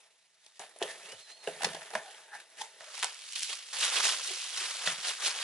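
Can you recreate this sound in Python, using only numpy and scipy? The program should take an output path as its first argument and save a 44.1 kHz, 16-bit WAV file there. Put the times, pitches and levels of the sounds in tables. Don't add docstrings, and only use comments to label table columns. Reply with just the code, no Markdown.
import sys
import numpy as np
from scipy import signal
from scipy.fft import rfft, irfft, next_fast_len
from scipy.io import wavfile
from scipy.ndimage import uniform_filter1d

SR = 44100
rng = np.random.default_rng(int(sys.argv[2]) if len(sys.argv) > 2 else 0)


def unload_wav(signal):
    wavfile.write(
        sys.argv[1],
        SR,
        np.round(np.clip(np.atleast_2d(signal).T, -1, 1) * 32767).astype(np.int16),
    )


def level_to_linear(level):
    exponent = np.asarray(level, float) / 20
    return 10 ** exponent


N = 239496
M = next_fast_len(N, True)
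HZ = np.fft.rfftfreq(M, 1 / SR)

# (frequency [Hz], width [Hz], level over plain board [dB])
PANEL_MODES = [(176, 27, 23.5), (400, 270, 11.5), (650, 36, 29), (860, 124, 18), (1820, 290, 10),
               (2830, 39, -3), (3620, 710, -1.5)]


def box():
    # (crest time [s], rubbing level [dB], rise [s], fall [s], weight on panels [dB])
    handling = [(0.0, -60.5, .01, 0.099, -8), (0.3, -68.5, 0.57, 0.84, -12.5),
                (0.462, -62, 0.039, 0.041, -17), (0.575, -62.5, 0.053, 0.026, -21),
                (0.5946, -47, 0.00051, 0.067, -2.5), (0.762, -65, .002, 0.15, 12),
                (0.826, -47.5, 0.0093, 0.019, 17.5), (0.85, -53, 0.011, 0.057, 4),
                (0.91, -44, 0.066, 0.048, -7), (1.06, -48.5, 0.11, 0.11, -6.5), (1.2, -53, .03, 0.036, -20),
                (1.25, -61.5, .03, 0.057, -21), (1.305, -51.5, 0.027, 0.039, -12.5),
                (1.38, -62, 0.05, .05, -17), (1.445, -49, 0.016, 0.11, -10),
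                (1.475, -49.5, 0.0021, 0.052, 4.5), (1.59, -50, 0.12, 0.059, -4),
                (1.608, -43.5, 0.011, .005, -3), (1.621, -37, 0.0027, 0.0085, 1.5),
                (1.634, -34, 0.0012, 0.0042, 6), (1.646, -34, 0.0042, 0.016, 2.5),
                (1.67, -46.5, 0.018, 0.31, -5), (1.905, -57, 0.0025, 0.06, 9),
                (1.953, -43, 0.0012, 0.015, 1), (1.98, -48, .01, 0.017, -13),
                (2.03, -51.5, 0.059, 0.22, -6.5), (2.19, -57, 0.14, 0.03, -7),
                (2.35, -49, 0.019, 0.039, -4.5), (2.402, -50, 0.0036, 0.013, -10),
                (2.53, -62, 0.13, 0.059, -8), (2.59, -49.5, 0.017, 0.046, -6),
                (2.616, -41, 0.01, 0.01, -19), (2.65, -51, 0.057, 0.055, -11),
                (2.798, -62.5, 0.16, 0.0057, 1)]
    # (frequency [Hz], density [dB per Hz])
    card = [(24, -69), (40, -51), (164, -35.5), (295, -26), (440, -14), (911, -19), (1420, -19),
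            (1760, -19), (2500, -13.5), (4950, -7), (11000, 10.5), (14300, -42), (22000, -120)]
    # (level [dB], slope [dB per dB of weight])
    card_follow = [(2.5, 0.85), (3.5, 0.37), (-0.54, -0.42), (-0.5, 0.69)]
    rings = sum(level_to_linear(db) / (1 + ((HZ - hz) / width * 2) ** 2) for hz, width, db in PANEL_MODES)
    colour_db = read(card, HZ) + 11 * np.log10(1 + rings)
    clicks = slips(per_s=7000, spread_db=2.0, clump_db=1.0, clump_s=0.011, smear_s=0.0026)
    clicks = patchy(clicks, patch_db=2.0, frames=14, bins=3)
    return rustle(handling, card_follow, colour_db, clicks)


def wrap():
    # (crest time [s], crinkle level [dB], rise [s], fall [s], sheet flap [dB])
    pulls = [(2.806, -55, 0.0024, 0.24, 1), (3.01, -41.5, .11, 0.015, -17),
             (3.032, -32, 0.0096, 0.028, -4.5), (3.065, -42.5, .02, 0.1, -10.5),
             (3.2, -54, 0.05, 0.089, -7.5), (3.34, -42, 0.12, 0.011, -24), (3.356, -36, 0.0045, 0.12, -22),
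             (3.45, -38, 0.057, 0.091, -41), (3.52, -43.5, 0.054, 0.071, -12),
             (3.72, -50.5, 0.57, .012, -17), (3.731, -36, 0.0022, 0.56, -11.5),
             (3.84, -29, 0.055, 0.093, -16.5), (3.93, -32, 0.022, 0.18, -11.5),
             (4.05, -24.5, 0.024, 0.072, -14.5), (4.14, -36.5, 0.15, 0.011, -1.5),
             (4.27, -36.5, 0.045, 0.15, -16), (4.45, -40, 0.36, 0.21, -16),
             (4.575, -34.5, 0.045, 0.32, -10.5), (4.88, -34, 0.061, 0.072, -8.5),
             (5.088, -31.5, 0.052, 0.052, -10.5), (5.268, -27, 0.039, 0.031, -9),
             (5.43, -34.5, 0.13, .1, -7)]
    # (frequency [Hz], density [dB per Hz])
    film = [(40, -70), (120, -68), (300, -26.5), (440, -13), (900, -9.5), (1600, -5), (2300, -5.5),
            (3200, -3), (4500, -7), (7000, -9.5), (11000, -12)]
    # (level [dB], slope [dB per dB of flap])
    film_follow = [(0.12, 0.84), (0.41, 0.86), (0.078, 0.011), (5.64, 0.021)]
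    clicks = slips(per_s=8000, spread_db=2.2, clump_db=0.8, clump_s=.003, smear_s=.0014)
    clicks = patchy(clicks, patch_db=2.0, frames=5, bins=6)
    return rustle(pulls, film_follow, read(film, HZ), clicks)


def rustle(moves, follow, colour_db, clicks):
    splits_hz = (1200, 2200, 5000)
    surge_share = (1.5, 0.74, 1.22, 0.67)
    s, level_db, rise_s, fall_s, weight_db = np.transpose(moves)
    under = [0 * HZ]
    under += [1 / np.sqrt(1 + (HZ / f) ** 8) for f in splits_hz]
    under += [1 + 0 * HZ]
    near, other = rfft(clicks, M) * level_to_linear(colour_db)
    out, surge = np.zeros((2, N)), surges()
    for k, (rel_db, slope) in enumerate(follow):
        share = np.sqrt(under[k + 1] ** 2 - under[k] ** 2)
        level = swells(s, level_db + rel_db + slope * weight_db, rise_s, fall_s)
        out += level * surge ** surge_share[k] * evened(ports(near * share, other * share))
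    return out


def slips(per_s, spread_db, clump_db, clump_s, smear_s):
    size = level_to_linear(spread_db * np.minimum(rng.exponential(1, (2, N)), 5)) * rng.standard_normal((2, N))
    bursts = rng.standard_normal(N) ** 3
    clumps = evened(signal.lfilter([1], [1, -np.exp(-1 / (clump_s * SR))], bursts))
    clicks = size * (rng.random((2, N)) < per_s / SR) * level_to_linear(clump_db * clumps)
    t = np.arange(1024) / SR
    scatter = rng.standard_normal((2, len(t))) * np.exp(-t / smear_s)
    scatter[:, 0] = 3.93
    spread = rfft(scatter, M)
    return irfft(rfft(clicks, M) * spread / abs(spread), M)[:, :N]


def patchy(x, patch_db, frames, bins):
    hz, _, z = signal.stft(x, SR, nperseg=256)
    field = uniform_filter1d(rng.standard_normal(z.shape[1:]), round(bins), 0)
    field = uniform_filter1d(field, round(frames), 1)
    depth_db = patch_db / np.sqrt(1 + (hz[:, None] / 4500) ** 2)
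    return signal.istft(z * level_to_linear(depth_db * evened(field)), nperseg=256)[1][:, :N]


def surges():
    # (crest time [s], extra level [dB], decay [s])
    cascades = [(0.465, 12, 0.00093), (1.126, 7, 0.0096), (1.734, 6, 0.0027), (1.748, 10, 0.0029),
                (1.938, 9.5, 0.0097), (2.943, 5, 0.02), (2.978, 5, 0.0064), (3.335, 6, 0.0018),
                (3.361, 5, 0.006), (3.497, 8.5, 0.0095), (3.529, 8.5, 0.0063), (3.807, 2.5, 0.015),
                (3.829, 2, 0.006), (3.848, 4, 0.009), (3.967, 6, 0.019), (4.002, 5, .004),
                (4.056, 2.5, 0.0061), (4.093, 1.5, 0.01), (4.872, 6.5, 0.017), (4.922, 5.5, 0.0059),
                (5.05, 4, 0.028), (5.24, 0.5, .01), (5.268, -3, 0.0029)]
    t, extra = np.arange(N) / SR, np.ones(N)
    for s, db, decay_s in cascades:
        at = slice(round((s - .02) * SR), round((s + .08) * SR))
        u = (t[at] - s) / decay_s
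        extra[at] += (level_to_linear(db) - 1) * np.exp(-np.maximum(u, -2.5 * u))
    return extra


def swells(s, db, rise_s, fall_s):
    step = 48
    late = np.arange(0, N + step, step) / SR - np.asarray(s)[:, None]
    shape = np.exp(-np.maximum(late / abs(fall_s)[:, None], -late / abs(rise_s)[:, None]))
    level = np.sqrt(((level_to_linear(db)[:, None] * shape) ** 2).sum(0))
    return np.interp(np.arange(N) / step, np.arange(len(level)), level)


def tape_snaps():
    # (time [s], peak
    # level [dB], pitch [Hz])
    tape_cracks = [(0.4632, -45, 6310), (0.5945, -33, 6500), (0.762, -47, 3310), (0.7875, -43, 9290),
                   (0.8163, -33, 2230), (0.8267, -24, 5300), (0.8301, -30, 3570), (0.8338, -30, 5250),
                   (1.1213, -35, 5230), (1.3168, -43, 3920), (1.4743, -27, 2260), (1.4779, -34, 1920),
                   (1.6195, -29, 2460), (1.622, -28, 3770), (1.6331, -26, 5200), (1.6452, -14, 4120),
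                   (1.648, -15, 4820), (1.6546, -25, 3090), (1.7344, -35, 2490), (1.7489, -34, 3110),
                   (1.8185, -38, 2130), (1.9045, -37, 5590), (1.9528, -21, 1850), (1.9564, -31, 2200),
                   (2.5005, -50, 8300), (2.4009, -47, 3560), (2.6131, -34, 4540), (2.6186, -39, 3910),
                   (0.4485, -53, 9500), (0.5572, -55, 4030), (0.5819, -53, 3280), (0.5982, -41, 3370),
                   (0.6193, -41, 2930), (0.6369, -43, 2420), (0.6653, -48, 2520), (0.6943, -46, 9300),
                   (0.879, -36, 3130), (1.0592, -40, 3310), (1.0911, -44, 7160), (1.2736, -45, 4120),
                   (1.4303, -50, 3390), (1.6087, -35, 1920), (1.6885, -31, 3390), (1.7327, -34, 5430),
                   (1.7517, -38, 2530), (1.7655, -36, 2540), (1.8105, -39, 2600), (1.8161, -44, 3050),
                   (1.8214, -40, 1960), (1.8575, -47, 4110), (1.9114, -41, 1980), (1.9342, -40, 2860),
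                   (1.937, -38, 1810), (2.0812, -42, 3020), (2.218, -49, 3510), (2.5533, -50, 3820),
                   (2.5857, -46, 4410), (2.6222, -40, 4450)]
    return level_to_linear(7) * panels(snaps(tape_cracks, tick_db=1, debris_db=-12, debris_s=.0025))


def film_snaps():
    # (time [s], peak level [dB], pitch [Hz])
    film_cracks = [(2.8078, -37, 2770), (2.8431, -41, 3970), (2.9795, -32, 4750), (2.9927, -27, 5760),
                   (3.0009, -32, 5120), (3.0283, -16, 3300), (3.0322, -15, 2600), (3.0445, -14, 6500),
                   (3.1305, -35, 4810), (3.1459, -33, 6090), (3.2402, -38, 3600), (3.2897, -34, 3310),
                   (3.324, -28, 5380), (3.3334, -29, 4810), (3.3599, -28, 3800), (3.3889, -28, 4470),
                   (3.3947, -23, 7400), (3.4069, -27, 5040), (3.4283, -22, 6760), (3.4321, -16, 5560),
                   (3.4353, -26, 5620), (3.4978, -27, 3440), (3.5299, -26, 3680), (3.5544, -32, 5610),
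                   (3.6885, -37, 4080),
                   (3.8485, -19, 4280), (3.852, -17, 5600), (3.9714, -21, 3760), (4.0553, -19, 4410),
                     (4.0917, -16, 5600), (4.2754, -23, 6800), (4.3345, -27, 4200), (4.3375, -26, 5940),
                     (4.4416, -29, 6910), (4.4919, -28, 4690), (4.4993, -28, 3810), (4.5751, -25, 5210),
                     (4.7694, -27, 3980), (4.8749, -20, 2720)]
    # (time [s], peak level [dB], pitch
    # [Hz])
    film_ticks = [(2.9518, -34, 4910), (3.1916, -37, 4990), (3.2122, -39, 5620), (3.2188, -38, 6000),
                  (3.3153, -35, 4770), (3.3317, -31, 4700), (3.3552, -28, 5320), (3.4223, -27, 5820),
                  (3.4759, -30, 5540), (3.5345, -27, 4640), (3.6054, -39, 3610), (3.6266, -38, 4110),
                  (3.6304, -38, 4460), (3.6914, -38, 7400),
                  (3.8088, -21, 7860), (3.8284, -21, 3110), (3.8313, -20, 3690), (3.9007, -24, 3680),
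                  (4.0032, -21, 3110), (4.0804, -20, 6110), (4.1482, -26, 3950), (4.1891, -29, 4820),
                  (4.237, -26, 7410), (4.2399, -26, 6790), (4.2454, -26, 5420), (4.2605, -29, 4370),
                  (4.2805, -28, 4980), (4.3207, -27, 5660), (4.3473, -27, 4900), (4.3598, -30, 4600),
                  (4.3855, -30, 4590), (4.3942, -28, 5630), (4.4144, -30, 5890), (4.4179, -31, 6100),
                  (4.4316, -30, 3720), (4.4347, -29, 5080), (4.4856, -32, 4560), (4.5054, -29, 4680),
                  (4.5302, -29, 3980), (4.5787, -25, 3980), (4.6099, -27, 3560), (4.6288, -25, 3530),
                  (4.7399, -28, 4480), (4.7934, -31, 3970), (4.9809, -34, 3400), (5.0013, -33, 4950),
                  (5.004, -33, 5350), (5.0099, -34, 3760), (5.0333, -29, 5370), (5.0498, -26, 3860),
                  (5.0827, -23, 4150), (5.0908, -22, 4690), (5.1594, -34, 4440), (5.1786, -36, 4000),
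                  (5.2576, -20, 4990), (5.2687, -17, 5030), (5.2741, -20, 4030), (5.3061, -26, 4400),
                  (5.3092, -26, 4260), (5.3144, -28, 4350)]
    crisp = level_to_linear(7.5) * snaps(film_cracks, tick_db=8, debris_db=-22, debris_s=.002)
    sprayed = level_to_linear(7.2) * snaps(film_ticks, tick_db=1, debris_db=-14, debris_s=.0015)
    return -crisp - sprayed


def snaps(rows, tick_db, debris_db, debris_s):
    out = np.zeros((2, N))
    t = np.arange(1500) / SR
    for (s, db, hz), noise in zip(rows, rng.standard_normal((len(rows), 3, len(t)))):
        wide = 0.57 * (hz / 4030) ** -0.12
        sound, peak_s = ring(hz, .15 / (wide * hz))
        debris = (noise[0] + 2.0 * noise[1:]) * np.exp(-t / debris_s)
        spray = signal.oaconvolve(debris, sound[None] / np.linalg.norm(sound))
        one = np.zeros((2, 2 * len(t)))
        add(one, 0, level_to_linear(0.5) * sound)
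        add(one, peak_s, level_to_linear(tick_db) * np.array([1., -.5]))
        add(one, .0007, level_to_linear(-8) * sound)
        add(one, peak_s, level_to_linear(debris_db) * spray)
        add(out, s - peak_s, level_to_linear(db) * above(one, max(600, 0.38 * hz)))
    return out


def ring(hz, life_s):
    u = np.arange(round(9 * life_s * SR) + 8) / SR / life_s
    return u * np.exp(1 - u) * np.cos(2 * np.pi * hz * life_s * (u - 1)), life_s


def panels(x):
    t = np.arange(3000) / SR
    ringing = sum(level_to_linear(db) * width * np.exp(-np.pi * width * t) * np.sin(2 * np.pi * hz * t)
                  for hz, width, db in PANEL_MODES)
    return x + level_to_linear(-5.0) * signal.oaconvolve(x.mean(0), ringing / SR * 2 * np.pi)[:N]


def knocks():
    # (time [s], peak level [dB], pitch [Hz])
    blows = [(0.5958, -38, 820), (1.475, -18.5, 530), (0.6011, -32, 770), (0.6174, -33.5, 830),
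             (0.7623, -42, 610), (0.8115, -34, 597), (0.8196, -20.5, 426), (0.8351, -28, 520),
             (0.8536, -28, 505), (1.1312, -37.5, 536), (1.4794, -21, 440), (1.4885, -26, 650),
             (1.6094, -29, 780), (1.6357, -28, 774), (1.6471, -18.5, 820), (1.6693, -23.5, 477),
             (1.7514, -31.5, 930), (1.7698, -33.5, 594), (1.9091, -39, 650), (1.9636, -25, 660),
             (2.0668, -42, 790), (1.938, -29, 820), (2.6222, -32, 860), (2.8084, -40, 630),
             (0.6373, -38, 754), (2.9805, -35.5, 890), (3.0335, -21.5, 1000), (3.0455, -20.5, 894),
             (4.875, -25, 614)]
    out = np.zeros(N)
    for s, db, hz in blows:
        sound, peak_s = ring(hz, 1.09 / hz)
        add(out, s - peak_s, level_to_linear(db) * sound)
    return above(out, 300)


def thuds():
    # (time [s], peak level [dB], pitch [Hz], decay by 60 dB [s])
    booms = [
        (0.599, -65, 164, 0.11),
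        (0.814, -65, 152, 0.39),
        (1.131, -67, 107, 0.25),
        (1.474, -55.5, 166, 0.44),
        (1.645, -47, 168, 0.37),
        (1.949, -48, 176, 0.14),
        (2.807, -70, 121, 0.059),
        (4.87, -45, 161, 0.15),
        (4.924, -55.5, 151, 0.13),
        (4.982, -60, 153, 0.14),
    ]
    out, t = np.zeros(N), np.arange(SR // 2) / SR
    for (s, db, hz, t60), noise in zip(booms, rng.standard_normal((len(booms), len(t)))):
        rumble = evened(resonate(resonate(noise, hz, 80), hz, 80))
        push = 0.55 * t / 0.0022 * np.exp(1 - t / 0.0014) * np.cos(2 * np.pi * 60.0 * t)
        swing = 1.04 * np.sin(2 * np.pi * hz * t) + 1.7 * rumble
        decay = level_to_linear(-60 * t / t60) * (1 - np.exp(-t / 0.00079))
        add(out, s, level_to_linear(db) * (push + decay * swing))
    return out


def creak():
    # (crest time [s], level [dB], fall [s], panel pitch [Hz], relative octave level [dB])
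    groans = [(0.905, -50, 0.011, 930, 12.5), (1.975, -43, 0.023, 878, -17), (2.072, -44, 0.027, 790, -10),
              (2.18, -52.5, 0.073, 854, -2), (2.29, -56.5, .03, 860, 2), (2.339, -39.5, 0.013, 844, 6),
              (2.355, -35.5, 0.0076, 860, -3), (2.617, -32, 0.0077, 893, -26),
              (2.827, -48.5, 0.015, 610, -14), (2.885, -49.5, 0.019, 602, -12),
              (4.311, -45.5, .014, 385, -3), (4.615, -53, 0.016, 388, -18)]
    s, db, fall_s, hz, octave_db = np.transpose(groans)
    hz, slip = np.interp(np.arange(N) / SR, s, hz), rng.standard_normal((2, N))
    low = evened(resonate(resonate(slip[0], hz, 72), hz, 78))
    high = evened(resonate(resonate(slip[1], 2.02 * hz, 270), 1.85 * hz, 260))
    rise_s = fall_s
    return swells(s, db, rise_s, fall_s) * low + swells(s, db + octave_db, rise_s, fall_s) * high


def resonate(x, hz, width):
    turn = np.exp(2j * np.pi * np.cumsum(hz * np.ones(len(x))) / SR)
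    r = np.exp(-np.pi * width / SR)
    return 2 * (turn * signal.lfilter([1 - r], [1, -r], x / turn)).real


def squeak():
    # (time [s], pitch [Hz], level [dB])
    notes_sung = [
        [(1.015, 2490, -60), (1.05, 2700, -59), (1.092, 2800, -70), (1.118, 2920, -56), (1.158, 3000, -61),
         (1.185, 3080, -73)],
        [(1.178, 3990, -61), (1.197, 4030, -59), (1.207, 4110, -68), (1.228, 4220, -61), (1.268, 4000, -61),
         (1.32, 4120, -57), (1.37, 4320, -63), (1.43, 4200, -61), (1.475, 3760, -61)],
    ]
    out = np.zeros(N)
    for rows in notes_sung:
        s, hz, db = np.transpose(rows)
        t = np.arange(s[0], s[-1], 1 / SR)
        waver, flutter = evened(uniform_filter1d(rng.standard_normal((2, len(t))), 300))
        turns = np.cumsum(np.interp(t, s, hz) * (1 + 0.003 * waver)) / SR
        level = level_to_linear(np.interp(t, s, db) + 11.0 + 1.2 * flutter) * signal.windows.tukey(len(t), .07)
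        add(out, s[0], level * np.sin(2 * np.pi * turns))
    return out


def pips():
    # (time [s], peak level [dB], pitch [Hz], ring time [ms])
    edge_rings = [(0.7875, -39, 9700, 0.39), (0.8173, -24, 607, 0.81), (0.8262, -19.5, 3240, 0.43),
                  (1.4746, -34, 2830, 0.98), (1.952, -24, 5400, 0.12), (1.9545, -26, 930, 2.0),
                  (1.9535, -29, 2190, 1.1), (2.1025, -44, 3150, .7), (2.1245, -53, 3190, 0.78),
                  (2.1471, -42.5, 3170, .7), (2.808, -44, 1870, 1.3), (4.877, -37.5, 1356, 3.3),
                  (2.402, -46, 1620, 0.99), (4.8749, -21, 1820, 0.96), (4.8751, -18.5, 3430, 0.42)]
    out = np.zeros(N)
    for s, db, hz, life_ms in edge_rings:
        sound, peak_s = ring(hz, life_ms / 1000)
        add(out, s - peak_s, level_to_linear(db + 7) * sound)
    return above(out, 320)


def above(x, hz):
    return signal.sosfilt(signal.butter(4, hz, "high", fs=SR, output="sos"), x)


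def sway():
    # (time [s], left-right level [dB])
    places = [
        (0.5, 0),
        (1.25, -2),
        (2.2, 0),
        (3.2, 0),
        (3.9, -1),
        (4.6, -0.2),
        (5.3, 0.5),
    ]
    pan_db = np.interp(np.arange(N) / SR, *np.transpose(places))
    return level_to_linear(np.array([pan_db, -pan_db]) / 2)


def ports(near, other):
    # (frequency [Hz], left-right likeness [0-1])
    likeness = [(60, 0.97), (170, 0.97), (490, 0.92), (1410, 0.86), (4030, 0.64), (11500, 0.34)]
    # (frequency [Hz], phase by which left leads [rad])
    lead = [(0, 0), (600, 0.28), (1300, 0.52), (2330, 0.77), (4050, -0.93), (9130, -1.67), (11200, -0.2),
            (11700, -2.6)]
    # (frequency [Hz], left-right level [dB])
    tilt = [(60, 2), (170, 0), (490, 0.5), (1410, 0), (4030, -2), (10800, 1), (11500, 0.5)]
    same = np.clip(read(likeness, HZ), 0, 1)
    half = level_to_linear(read(tilt, HZ) / 2) * np.exp(.5j * read(lead, HZ))
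    left = near * half
    right = (same * near + np.sqrt(1 - same ** 2) * other) / half
    return irfft(np.array([left, right]), M)[:, :N]


def room(x):
    # (frequency [Hz], decay by 60 dB [s])
    decay = [(150, 0.066), (600, 0.21), (2500, 0.24), (9000, 0.064)]
    taps = np.zeros((2, SR // 2))
    slots = np.arange(90, SR // 2 - 20, 20)
    at = slots + rng.integers(0, 20, (2, len(slots)))
    np.put_along_axis(taps, at, rng.choice([-1., 1.], at.shape), 1)
    hz, t, z = signal.stft(taps, SR, nperseg=256)
    tail = signal.istft(z * level_to_linear(-60 * t / read(decay, hz)[:, None]), SR, nperseg=256)[1]
    return ports(*(rfft(x, M) * rfft(tail / np.linalg.norm(tail[0]), M)))


def air():
    # (frequency [Hz], density [dB per Hz])
    hum = [(30, -1), (100, 4), (170, 13.5), (300, 3), (600, -6), (2000, -46)]
    # (crest time [s], level [dB], rise [s], fall [s])
    puffs = [(2.9, -82, .05, .05), (3.03, -84, .01, 0.027), (3.2, -86, .05, .05), (3.33, -88, 0.071, .03),
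             (3.41, -78, .02, 0.016), (3.76, -75.5, 0.034, .1), (3.98, -74, .03, 0.052),
             (4.23, -77, .02, 0.027), (4.41, -85, .015, 0.027), (4.62, -79, 0.019, .1),
             (4.81, -75, .02, .03), (5.129, -80, 0.018, .1), (5.42, -80, 0.022, .02)]
    level = level_to_linear(-88) * (np.arange(N) < 2.8 * SR) + swells(*np.transpose(puffs))
    return level * evened(ports(*rfft(rng.standard_normal((2, M))) * level_to_linear(read(hum, HZ))))


def evened(x):
    return x / np.sqrt(np.mean(x ** 2) + 1e-20)


def read(points, hz):
    f, value = np.transpose(points)
    return np.interp(np.log(hz + 1), np.log(f + 1), value)


def add(mix, s, sound):
    part = mix[..., round(s * SR):][..., :sound.shape[-1]]
    part += sound[..., :part.shape[-1]]


def scene():
    single = (tape_snaps() + film_snaps()) * level_to_linear([[-.7], [.7]])
    single = single + knocks() + thuds() + squeak() + pips() + creak()
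    return single + level_to_linear(-10.0) * room(single.mean(0)) + (box() + wrap()) * sway() + air()


def shut_bass(x):
    # (time [s], depth [dB], half length [s])
    dips = [
        (3.15, 6, .03),
        (3.495, 16, 0.021),
        (3.593, 26, 0.062),
        (4.148, 10, .02),
        (4.355, 14, 0.044),
        (4.533, 20, 0.05),
        (4.773, 10, .015),
        (5.2, 14, 0.028),
    ]
    t = np.arange(N) / SR
    dip_db = sum(db * np.exp(-((t - s) / half_s) ** 4) for s, db, half_s in dips)
    low = irfft(rfft(x, M) / (1 + (HZ / 310) ** 12), M)[:, :N]
    return x - low * (1 - level_to_linear(-dip_db))


def roll_off(x):
    return signal.sosfilt(signal.butter(12, 12130, fs=SR, output="sos"), x)


def record(dry):
    # (frequency [Hz], gain [dB])
    edge = [(10950, -7), (11150, -38), (11500, -50), (12200, -56), (13000, -76)]
    mix = irfft(rfft(shut_bass(dry), M) * level_to_linear(read(edge, HZ)), M)[:, :N]
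    return roll_off(mix)


dry = scene()
out = record(dry)
unload_wav(out)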